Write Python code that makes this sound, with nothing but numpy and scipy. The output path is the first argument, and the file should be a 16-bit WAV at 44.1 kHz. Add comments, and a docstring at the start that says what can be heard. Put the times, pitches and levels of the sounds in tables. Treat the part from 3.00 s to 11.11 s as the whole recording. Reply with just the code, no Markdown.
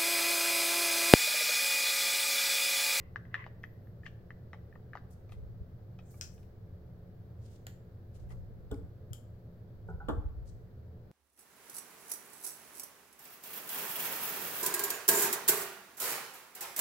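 """Stirring paint at the workbench

A stick stirs paint in a small plastic cup: damped pocks on wall and bottom, a wipe on the rim, then
a bounce as it is laid down. After a short, hollow click, small tools tick and something is set down
with a few dull knocks that ring the bench. Brief hisses swell, arms rock the bench top, and a faint
whine passes early on. A ventilation fan hums steadily in the small workshop."""
import sys
import numpy as np
from scipy import signal
from scipy.fft import rfft, irfft, next_fast_len
from scipy.io import wavfile

SR = 44100
rng = np.random.default_rng(int(sys.argv[2]) if len(sys.argv) > 2 else 0)


def log_audio(samples):
    """Write samples as a 16-bit WAV file to the path given in sys.argv[1]."""
    # one column per channel
    frames = np.atleast_2d(samples).T
    # limit to full scale, then quantise
    limited = np.clip(frames, -1, 1)
    pcm = np.round(limited * 32767).astype(np.int16)
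    wavfile.write(sys.argv[1], SR, pcm)


N = 357856
TIME = np.arange(N) / SR
SHOT = TIME[:SR * 3 // 5]   # time axis of a one-shot, 0.6 s
ECHO_ONSET = np.clip(SHOT / .003 - 1, 0, 1)   # 3 ms of pre-delay, then a 3 ms fade-in


# the cup's body: f/Hz, swell/ms, level/dB when struck on the wall, on the bottom, on the rim
CUP_MODES = [(765, 1.2, -15.5, 1.5, -2.5), (1330, 1.06, -18.5, -6, -9), (1907, 1.53, -2.5, -9.5, -15),
             (2600, 1.3, -19, -24, -7), (3170, 2.4, -28, -40, -28)]
# the stick meets the wall, about four strokes a second; the spot sets the pitch, the grip the length:
# t/s, level/dB, tick against pock/dB, pitch ratio, length ratio
WALL_TAPS = [(0.1592, -22, -24, 0.89, 0.6), (0.2522, -49.5, -14, 1.02, 1.2),
             (0.3424, -18.5, -14, 0.95, 0.85), (0.3517, -28, -37, 0.95, 1.6),
             (0.4413, -34, -23, 0.97, 0.49), (0.634, -47, -3.5, 1.05, 0.5),
             (0.6381, -29.5, -30, 0.98, 0.98), (0.871, -55, -16, 0.93, 0.84),
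             (1.033, -46.5, -18, 0.94, 1.8), (1.0634, -34, -5, 0.92, 1.4), (1.305, -35.5, -23, 0.97, 0.83),
             (1.5316, -35.5, -7.5, 1.01, 0.74), (1.725, -49, -35, 0.94, 1.6),
             (1.754, -48.5, -22, 0.97, 1.3), (1.933, -34.5, -19, 0.9, 0.95), (1.9721, -34, -14, 0.9, 0.51)]
# it lands on the bottom, under the paint: same columns
BOTTOM_TAPS = [(0.4641, -37.5, -14.5, 1.06, 0.71), (1.533, -45.5, -14, 0.94, 0.77),
               (1.544, -48, -25, 1.1, 1.15), (1.758, -48.5, -23, 0.7, 0.89), (1.953, -35, -15.5, 1.02, 1)]
# light touches on the rim as the stick is wiped and the cup nudged: same columns
RIM_TAPS = [(2.293, -58.5, 2.5, 0.91, 2.2), (2.321, -49.5, 0, 0.96, 1.9), (2.989, -51, -0.5, 0.98, 2.3),
            (3.141, -55, -16, 0.88, 1.9), (3.379, -63, 4.5, 0.63, 2.1), (3.43, -70.5, 11, 1.3, 1.3),
            (5.306, -54.5, -1, 0.78, 1.3)]

def cup_taps(trim_db=-2, pan_db=3.5):
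    """Hand and paint damp the cup: each tap is a short pock with a hard tick. Returns both stems."""
    pocks, ticks = np.zeros((2, 2, N))
    mode_hz, swell_ms, *spot_db = np.transpose(CUP_MODES)
    low_cuts_hz = (950, 430, 400)   # the stiff wall gives less body than the bottom
    for taps, mode_db, low_hz in zip((WALL_TAPS, BOTTOM_TAPS, RIM_TAPS), spot_db, low_cuts_hz):
        for s, db, tick_db, pitch, length in taps:
            body = sum(from_db(gain_db) * damped_swing(hz * pitch, ms * length, rng.uniform(0, 2 * np.pi))
                       for hz, ms, gain_db in zip(mode_hz, swell_ms, mode_db))
            pock = band(body, low_hz, SR / 2, order=3)
            wall_ring = from_db(4) * resonate(pock, hz=1180, width_hz=130)   # the thin wall rings on
            pock = scatter(pock + wall_ring, early_db=-8, early_s=0.006)
            tick = resonate(contact(decay_s=0.0018)[0], hz=2400, width_hz=1600)
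            tick = peak_one(band(tick, 600, 6000, order=3))
            tick = scatter(tick, early_db=-2.5, early_s=0.012)
            add(pocks, s, from_db(trim_db + db) * pock, pan_db)
            add(ticks, s, from_db(trim_db + db + tick_db) * tick, pan_db)
    return pocks, ticks


# stick or finger drags on the cup: centre t/s, half length/s, level/dB
SCRAPES = [(0, 0.074, -65), (.395, 0.036, -50.5), (1.06, 0.0028, -51), (2.33, 0.028, -72),
           (5.315, 0.012, -62.5)]
# the cup's hollow colour under a drag: f/Hz, width/Hz, level/dB
SCRAPE_MODES = [(1084, 210, -5.5), (2010, 200, -1.5), (2520, 530, -10.5)]

def cup_scrapes(grain_db=4):
    """Dragging sends tiny catches through the cup's hollow resonances."""
    catches = rng.standard_normal((2, N)) * from_db(grain_db * rng.standard_normal(N))
    hollow = sum(from_db(db) * rms_one(resonate_twice(catches, hz, width))
                 for hz, width, db in SCRAPE_MODES)
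    out = np.zeros((2, N))
    add(out, 0, swells(SCRAPES) * hollow, pan_db=3)
    return out


# the stick's bounces: t/s, level/dB, pan left/dB, pitch ratio
STICK_HITS = [(3.2119, -22.5, 4.5, 0.96), (3.2141, -37, 8, 0.77), (3.2195, -40, -6, 1)]
# the bare stick's body: f/Hz, width/Hz, level/dB
STICK_MODES = [(656, 230, -6), (1560, 570, 3), (2620, 360, 0), (3270, 440, 1), (4400, 1300, -6),
               (5500, 800, 10.5), (6250, 1100, 6), (7610, 1600, 4), (13000, 1500, -9), (16000, 1400, -9)]

def stick_drop():
    """The bare stick drops on the bench and bounces with a bright clack."""
    return clicks(STICK_HITS, STICK_MODES, snap_db=-22.5, snap_s=0.018, snap_hz=(600, 15000),
                  early_db=-3.0, early_s=0.034)


# the bench and what stands on it: f/Hz, undamped t60/s, level/dB under a knock, under a light touch
BENCH_MODES = [(168.7, 0.36, -2.5, 0.5), (229, 0.11, 2.5, -33), (263.4, 0.092, 6, -28),
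               (294.5, 0.15, 2, -26), (374, 0.05, -2.5, -11), (409, 0.24, 0.5, -10), (456, 0.093, 5, 6.5),
               (463.6, 0.13, 2, -20), (642, 0.086, -8.5, -18), (780, 0.07, -2.5, -0.5),
               (833, 0.07, -2.5, -1.5), (992, 0.21, -26, -18), (1140, 0.11, -11.5, -16),
               (1238, .2, -13, -23), (1333, 0.25, -18, -13), (1470, 0.071, -6, -1)]
# knocks on the bench: t/s, level/dB, low-end weight/dB, decay under the hand/s, rattle level/dB
KNOCKS = [(5.307, -48, -8, 0.055, -73), (5.711, -35, 4, 0.021, -53), (5.7175, -27.5, 7.5, 0.031, -64),
          (7.0846, -23.5, -4.5, 0.057, -44), (7.091, -24.5, 2, 0.09, -54), (7.128, -36.5, 8, 0.15, -86)]
# how far up a knock's weight reaches: f/Hz, share
WEIGHT_REACH = [(200, 1), (450, 0.99), (700, 0.28)]
# a loose metal part that hard knocks set rattling: f/Hz, width/Hz, level/dB
METAL_MODES = [(3050, 92, 19), (3440, 240, 24), (6100, 170, 1), (7200, 100, -16.5), (7940, 150, -60),
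               (9700, 200, -51), (12200, 230, -28)]

def bench_knocks(softening=0.19):
    """Each knock rings the bench over a short, dull crack and rattles a loose metal part."""
    out = np.zeros((2, N))
    hz, t60, knock_db, _ = np.transpose(BENCH_MODES)
    reach = at_hz(WEIGHT_REACH, hz)
    for s, db, weight_db, damped_s, metal_db in KNOCKS:
        crack = from_db(1) * peak_one(band(contact(decay_s=0.03, alike=0.42), 110, 1500, order=10))
        attack_s = 0.0016 * from_db(softening * weight_db)   # heavy knocks stay in contact longer
        body = ring(hz, knock_db + weight_db * reach, t60)
        wood = peak_one((body + crack) * fade_in(attack_s)) * np.exp(-SHOT / damped_s)
        rattle = contact(decay_s=0.011)
        metal = sum(from_db(mode_db) * rms_one(resonate(rattle, mode_hz, width))
                    for mode_hz, width, mode_db in METAL_MODES)
        knock = from_db(db) * wood + from_db(metal_db) * peak_one(metal)
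        add(out, s, scatter(knock, early_db=-4.5, early_s=0.011, alike=0.72), pan_db=0.5)
    return out


# light touches before the object is set down: t/s, level/dB, weight below 600 Hz/dB
TOUCHES = [(6.885, -37, -3), (7.001, -41, -20)]

def bench_touches(attack_s=0.0026, held_s=0.05):
    """A light touch draws a few clear, quickly damped notes from the bench."""
    out = np.zeros((2, N))
    hz, t60, _, touch_db = np.transpose(BENCH_MODES)
    for s, db, weight_db in TOUCHES:
        notes = ring(hz, touch_db + weight_db * (hz < 600), t60)
        touch = peak_one(notes * fade_in(attack_s) * np.exp(-SHOT / held_s))
        add(out, s, from_db(db) * scatter(touch, early_db=0, early_s=0.019, alike=1.0))
    return out


# the hollow click's two transients: t/s, level/dB, pan left/dB, pitch ratio
HOLLOW_HITS = [(4.6678, -31.5, 0, 1), (4.6697, -43, -9, 0.78)]
# its resonances: f/Hz, width/Hz, level/dB
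HOLLOW_MODES = [(680, 190, 12), (1800, 430, 12), (3050, 750, 2.5), (4330, 860, 3.5), (7170, 1100, 6),
                (8700, 500, -10), (11950, 880, 2.5), (14200, 2500, -3)]

def hollow_click():
    """A short, hollow click."""
    return clicks(HOLLOW_HITS, HOLLOW_MODES, snap_db=-17.5, snap_s=0.0092, snap_hz=(600, 9400),
                  early_db=-7.5, early_s=0.045)


# the tools' contacts: t/s, level/dB, pan left/dB, pitch ratio
TOOL_HITS = [(5.7152, -44.5, 15.5, 1.065), (5.744, -51.5, 12, 0.67), (6.1328, -32, 8.5, 0.98),
             (6.135, -45, 9, 1.1), (6.146, -59, 14, 1.03), (7.0885, -47.5, 22, 1.03)]
# the tools' bodies: f/Hz, width/Hz, level/dB
TOOL_MODES = [(1360, 220, 3.5), (3210, 330, 9.5), (5300, 830, -6), (7310, 1200, 4.5), (8600, 1640, -8),
              (10360, 450, 2.5), (12300, 830, 0.5), (14400, 970, -1.5)]

def tool_clicks():
    """Small hard tools click crisply on the left as they are handled."""
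    return clicks(TOOL_HITS, TOOL_MODES, snap_db=-21, snap_s=0.022, snap_hz=(2500, 14400),
                  early_db=-6.5, early_s=0.035)


# arms lean and shift on the bench: centre t/s, half length/s, level/dB
LEANS = [(2.44, 0.079, -45), (3.3, 0.079, -56), (5.33, 0.11, -47.5), (5.68, 0.14, -48), (7.22, 0.24, -43)]
# soft thuds in the bench top: t/s, level/dB, f/Hz
THUDS = [(2.604, -34, 67.3), (5.235, -40.5, 62), (5.713, -32, 56.5), (5.775, -35.5, 80.6), (5.837, -38, 76),
         (6.104, -34, 110), (6.938, -32.5, 72.6), (7.122, -26, 66), (7.174, -26, 75), (7.253, -27, 63.3),
         (7.371, -32, 59)]

def bench_rocking(twist_rad=0.55):
    """Arms and hands rock the bench top: low rumble and soft thuds, out of step at the two sides."""
    rumble = rms_one(band(rng.standard_normal((2, N)), 26, 64))
    out = swells(LEANS) * rumble
    phase = twist_rad * np.array([[1], [-1]])
    for s, db, hz in THUDS:
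        add(out, s, from_db(db) * damped_swing(hz, swell_ms=10.7, phase=phase))
    return out


# light sliding noises and brief high hisses: # centre t/s, half length/s, level/dB, low cut/Hz, high cut/Hz
HISSES = [(1.064, 0.012, -68.5, 2800, 6900), (2.128, 0.014, -70, 4580, 14000),
          (2.322, 0.017, -73.5, 4000, 14000), (3.085, 0.028, -72, 6200, 8300),
          (3.13, 0.014, -67, 4870, 16000), (3.183, 0.048, -67.5, 5300, 15000),
          (3.365, 0.065, -76.5, 7000, 16100), (4.491, 0.047, -69, 2500, 8550),
          (4.537, .018, -73.5, 3950, 15800), (5.157, 0.014, -71, 2000, 10600),
          (5.21, 0.029, -78, 3000, 7800), (5.313, 0.013, -69, 3460, 11500), (6.894, 0.011, -78, 5000, 9000),
          (7.485, 0.015, -67, 4020, 8900)]

def hisses(grain_db=3.0, jerk_db=4.5, jerks_per_s=110):
    """Each hiss is a jerky stream of tiny grains that swells and fades in its own band."""
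    out = np.zeros((2, N))
    size, middle = len(SHOT), SHOT.mean()
    for s, half_s, db, low_hz, top_hz in HISSES:
        jerks = np.interp(SHOT * jerks_per_s, np.arange(size), rng.standard_normal(size))
        noise = rng.standard_normal((2, size))
        grains = noise * from_db(grain_db * rng.standard_normal(size) + jerk_db * jerks)
        swell = np.exp(-((SHOT - middle) / half_s) ** 2 / 2)
        add(out, s - middle, from_db(db) * swell * rms_one(band(grains, low_hz, top_hz)))
    return out


# the whine's path: t/s, f/Hz, level/dB
WHINE = [(.6, 12200, -105), (0.632, 11900, -83), (.74, 12100, -84), (.79, 12800, -105), (.87, 13000, -84),
         (.96, 13200, -105)]

def whine():
    """A faint, very high tone glides up and fades."""
    s, hz, db = np.transpose(WHINE)
    gain = np.sqrt(2) * np.interp(TIME, s, from_db(db), left=0, right=0)
    cycles = np.cumsum(np.interp(TIME, s, hz)) / SR
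    return gain * np.sin(2 * np.pi * cycles)


# the bed of fan and room air: f/Hz, density/(dB per Hz)
AIR_SPECTRUM = [(25, -76), (50, -82.5), (75, -81.5), (150, -86), (230, -85), (300, -91.5), (550, -89),
                (750, -99.5), (1000, -105), (1600, -106), (2600, -118), (4600, -118), (5800, -124),
                (9800, -132), (13000, -119.5)]
# duct resonances: f/Hz, width/Hz, level/dB
DUCT_MODES = [(85.1, 25.7, -53), (105.6, 10.4, -53), (115.1, 13.2, -54.5), (175.2, 10, -60.5),
              (435.3, 32, -70), (536.4, 70, -75)]
# the fan's hum: f/Hz, level/dB
FAN_TONES = [(102.2, -62), (178, -74.5), (350, -73), (425.3, -80), (720.5, -83)]

def fan():
    """The fan's flow hisses and keeps the duct droning under a few steady tones."""
    air = diffuse_noise(AIR_SPECTRUM)
    flow = np.tile(diffuse_noise(), 2)[:, N - SR // 2:]   # half a second of pre-roll
    drone = sum(from_db(db) * rms_one(resonate_twice(flow, hz, width)[:, -N:])
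                for hz, width, db in DUCT_MODES)
    hum = sum(np.sqrt(2) * from_db(db) * np.sin(2 * np.pi * (hz * TIME + rng.random()))
              for hz, db in FAN_TONES)
    return air + drone + hum


# the room's stereo image: f/Hz, left-right correlation
LIKENESS = [(30, 0.9), (70, 0.96), (130, 0.98), (300, 0.85), (700, 0.41), (1500, 0.013), (4000, 0.01),
            (15000, 0.0087)]

def diffuse_noise(spectrum=None):
    """Room-filling noise, white or shaped, centred in the bass and wide in the treble."""
    size = next_fast_len(N, real=True)
    hz = np.fft.rfftfreq(size, 1 / SR)
    alike = at_hz(LIKENESS, hz)
    gain = 1 if spectrum is None else from_db(at_hz(spectrum, hz)) * np.sqrt(SR) / 2
    mid, side = gain * rfft(rng.standard_normal((2, size)))
    return irfft(np.sqrt(1 + alike) * mid + np.sqrt(1 - alike) * side * [[1], [-1]], size)[:, :N]


# the workshop's reverb: f/Hz, t60/s
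ROOM_T60 = [(150, 0.43), (700, 0.62), (2000, 0.52), (5500, 0.36), (9000, 0.63), (15000, 0.11)]

def room(send):
    """The workshop's reverb dies band by band, centred in the bass."""
    edges_hz = np.geomspace(60, 18000, 10)
    tail = 0
    for low, high in zip(edges_hz, edges_hz[1:]):
        hz = np.sqrt(low * high)
        decay_s = at_hz(ROOM_T60, hz) / np.log(1000)
        tail = tail + band(contact(decay_s, at_hz(LIKENESS, hz)), low, high)
    return reflect(send, tail)


def scatter(sound, early_db, early_s, alike=0.36):
    """Add quick reflections from the cluttered bench, different for every spot that is struck."""
    stereo = sound * np.ones((2, 1))
    return stereo + from_db(early_db) * reflect(stereo, contact(early_s, alike))


def reflect(sound, tail):
    """The wet signal of an echo tail, leaning a little to the side of its source."""
    response = rms_one(tail * ECHO_ONSET) / np.sqrt(len(SHOT))
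    narrowed = (sound + sound.mean(axis=0)) / 2
    return signal.oaconvolve(narrowed, response, axes=1)[:, :sound.shape[1]]


def clicks(hits, modes, snap_db, snap_s, snap_hz, early_db, early_s):
    """Each hit is an impulse ringing wide resonances, with a short noisy snap on top; both get quick
    reflections."""
    out, pulse = np.zeros((2, N)), signal.unit_impulse(len(SHOT))
    for s, db, pan_db, pitch in hits:
        body = sum((-1) ** k * from_db(mode_db) * resonate_twice(pulse, hz * pitch, width)
                   for k, (hz, width, mode_db) in enumerate(modes))
        snap = from_db(snap_db) * peak_one(band(contact(snap_s), *snap_hz))
        add(out, s, from_db(db) * scatter(peak_one(body) + snap, early_db, early_s), pan_db)
    return out


def ring(hz, db, t60, spread_db=2, spread_rad=0.68):
    """Modes decay freely, a little different on each blow and at each side."""
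    hz, db, t60 = np.array([hz, db, t60])[:, :, None, None]
    strength = from_db(db + spread_db * rng.standard_normal(hz.shape))
    quarter_turns = np.pi / 2 * np.arange(len(hz))[:, None, None]
    phase = quarter_turns + spread_rad * rng.standard_normal((len(hz), 2, 1))
    decay = np.exp(-np.log(1000) * SHOT / t60)
    return (strength * decay * np.sin(2 * np.pi * hz * SHOT + phase)).sum(axis=0)


def damped_swing(hz, swell_ms, phase):
    """A heavily damped body swings up and dies within a few cycles."""
    age = SHOT * 1000 / swell_ms
    return age ** 2 * np.exp(2 * (1 - age)) * np.sin(2 * np.pi * hz * SHOT + phase)


def contact(decay_s, alike=1.0):
    """A decaying noise burst, as from one rough contact; alike runs from 0 (wide) to 1 (mono)."""
    shared, own = rng.standard_normal(len(SHOT)), rng.standard_normal((2, len(SHOT)))
    return (np.sqrt(alike) * shared + np.sqrt(1 - alike) * own) * np.exp(-SHOT / decay_s)


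def fade_in(attack_s):
    """The rounded attack of a soft contact."""
    return 1 - np.exp(-(SHOT / attack_s) ** 2)


def swells(rows):
    """Envelope of movements that rise and fade, each a bell around its centre."""
    return sum(from_db(db) * np.exp(-((TIME - s) / half_s) ** 2 / 2) for s, half_s, db in rows)


def resonate(x, hz, width_hz):
    """A two-pole resonance with unity gain at its peak."""
    r = np.exp(-np.pi * width_hz / SR)
    poles = [1, -2 * r * np.cos(2 * np.pi * hz / SR), r * r]
    return signal.lfilter(np.array([1, 0, -1]) * (1 - r * r) / 2, poles, x + 1e-18)


def resonate_twice(x, hz, width_hz):
    """Two resonances in series, each width_hz wide, for steeper skirts."""
    return resonate(resonate(x, hz, width_hz), hz, width_hz)


def band(x, low_hz, high_hz, order=2):
    """Butterworth band-pass."""
    sos = signal.butter(order, [low_hz, min(high_hz, SR / 2 - 500)], "band", fs=SR, output="sos")
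    return signal.sosfilt(sos, x + 1e-18)


def at_hz(points, hz):
    """Read a table on a log-frequency axis."""
    known_hz, values = np.transpose(points)
    return np.interp(np.log(np.maximum(hz, 1)), np.log(known_hz), values)


def from_db(db):
    """Decibels to gain."""
    return 10 ** (np.asarray(db) / 20)


def rms_one(x):
    """Scale to an rms of 1."""
    return x / np.sqrt(np.mean(x ** 2) + 1e-20)


def peak_one(x):
    """Scale to a peak of 1."""
    return x / (np.abs(x).max() + 1e-20)


def add(track, s, sound, pan_db=0):
    """Mix a sound into a stereo track at time s; positive pan is left."""
    start = max(round(s * SR), 0)
    piece = (sound * from_db([[pan_db / 2], [-pan_db / 2]]))[:, :N - start]
    track[:, start:start + piece.shape[1]] += piece


def off_centre(x, lag_ms):
    """A sound from one side arrives later (or, if negative, sooner) on the left."""
    return np.array([np.roll(x[0], round(lag_ms * SR / 1000)), x[1]])


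def scene():
    """The cup is close and fairly dry; its ticks, the bench and the hisses carry more room."""
    pocks, ticks = cup_taps()
    stems = [(off_centre(pocks, lag_ms=-.05), -16),   # stem, reverb send/dB
             (off_centre(ticks, lag_ms=-.05), -12),
             (off_centre(stick_drop(), lag_ms=-.36), -14.5),
             (off_centre(hollow_click(), lag_ms=.28), -17),
             (off_centre(tool_clicks(), lag_ms=-.4), -14),
             (off_centre(bench_knocks() + bench_touches(), lag_ms=-.12), -9.5),
             (hisses(), -5.5)]
    direct = sum(stem for stem, _ in stems)
    reverb = room(sum(from_db(send_db) * stem for stem, send_db in stems))
    return direct + reverb + bench_rocking() + cup_scrapes() + whine() + fan()


def record(dry):
    """A steep high cut at 16 kHz."""
    return signal.sosfilt(signal.ellip(10, .2, 70, 16000, fs=SR, output="sos"), dry)


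dry = scene()
out = record(dry)
log_audio(out)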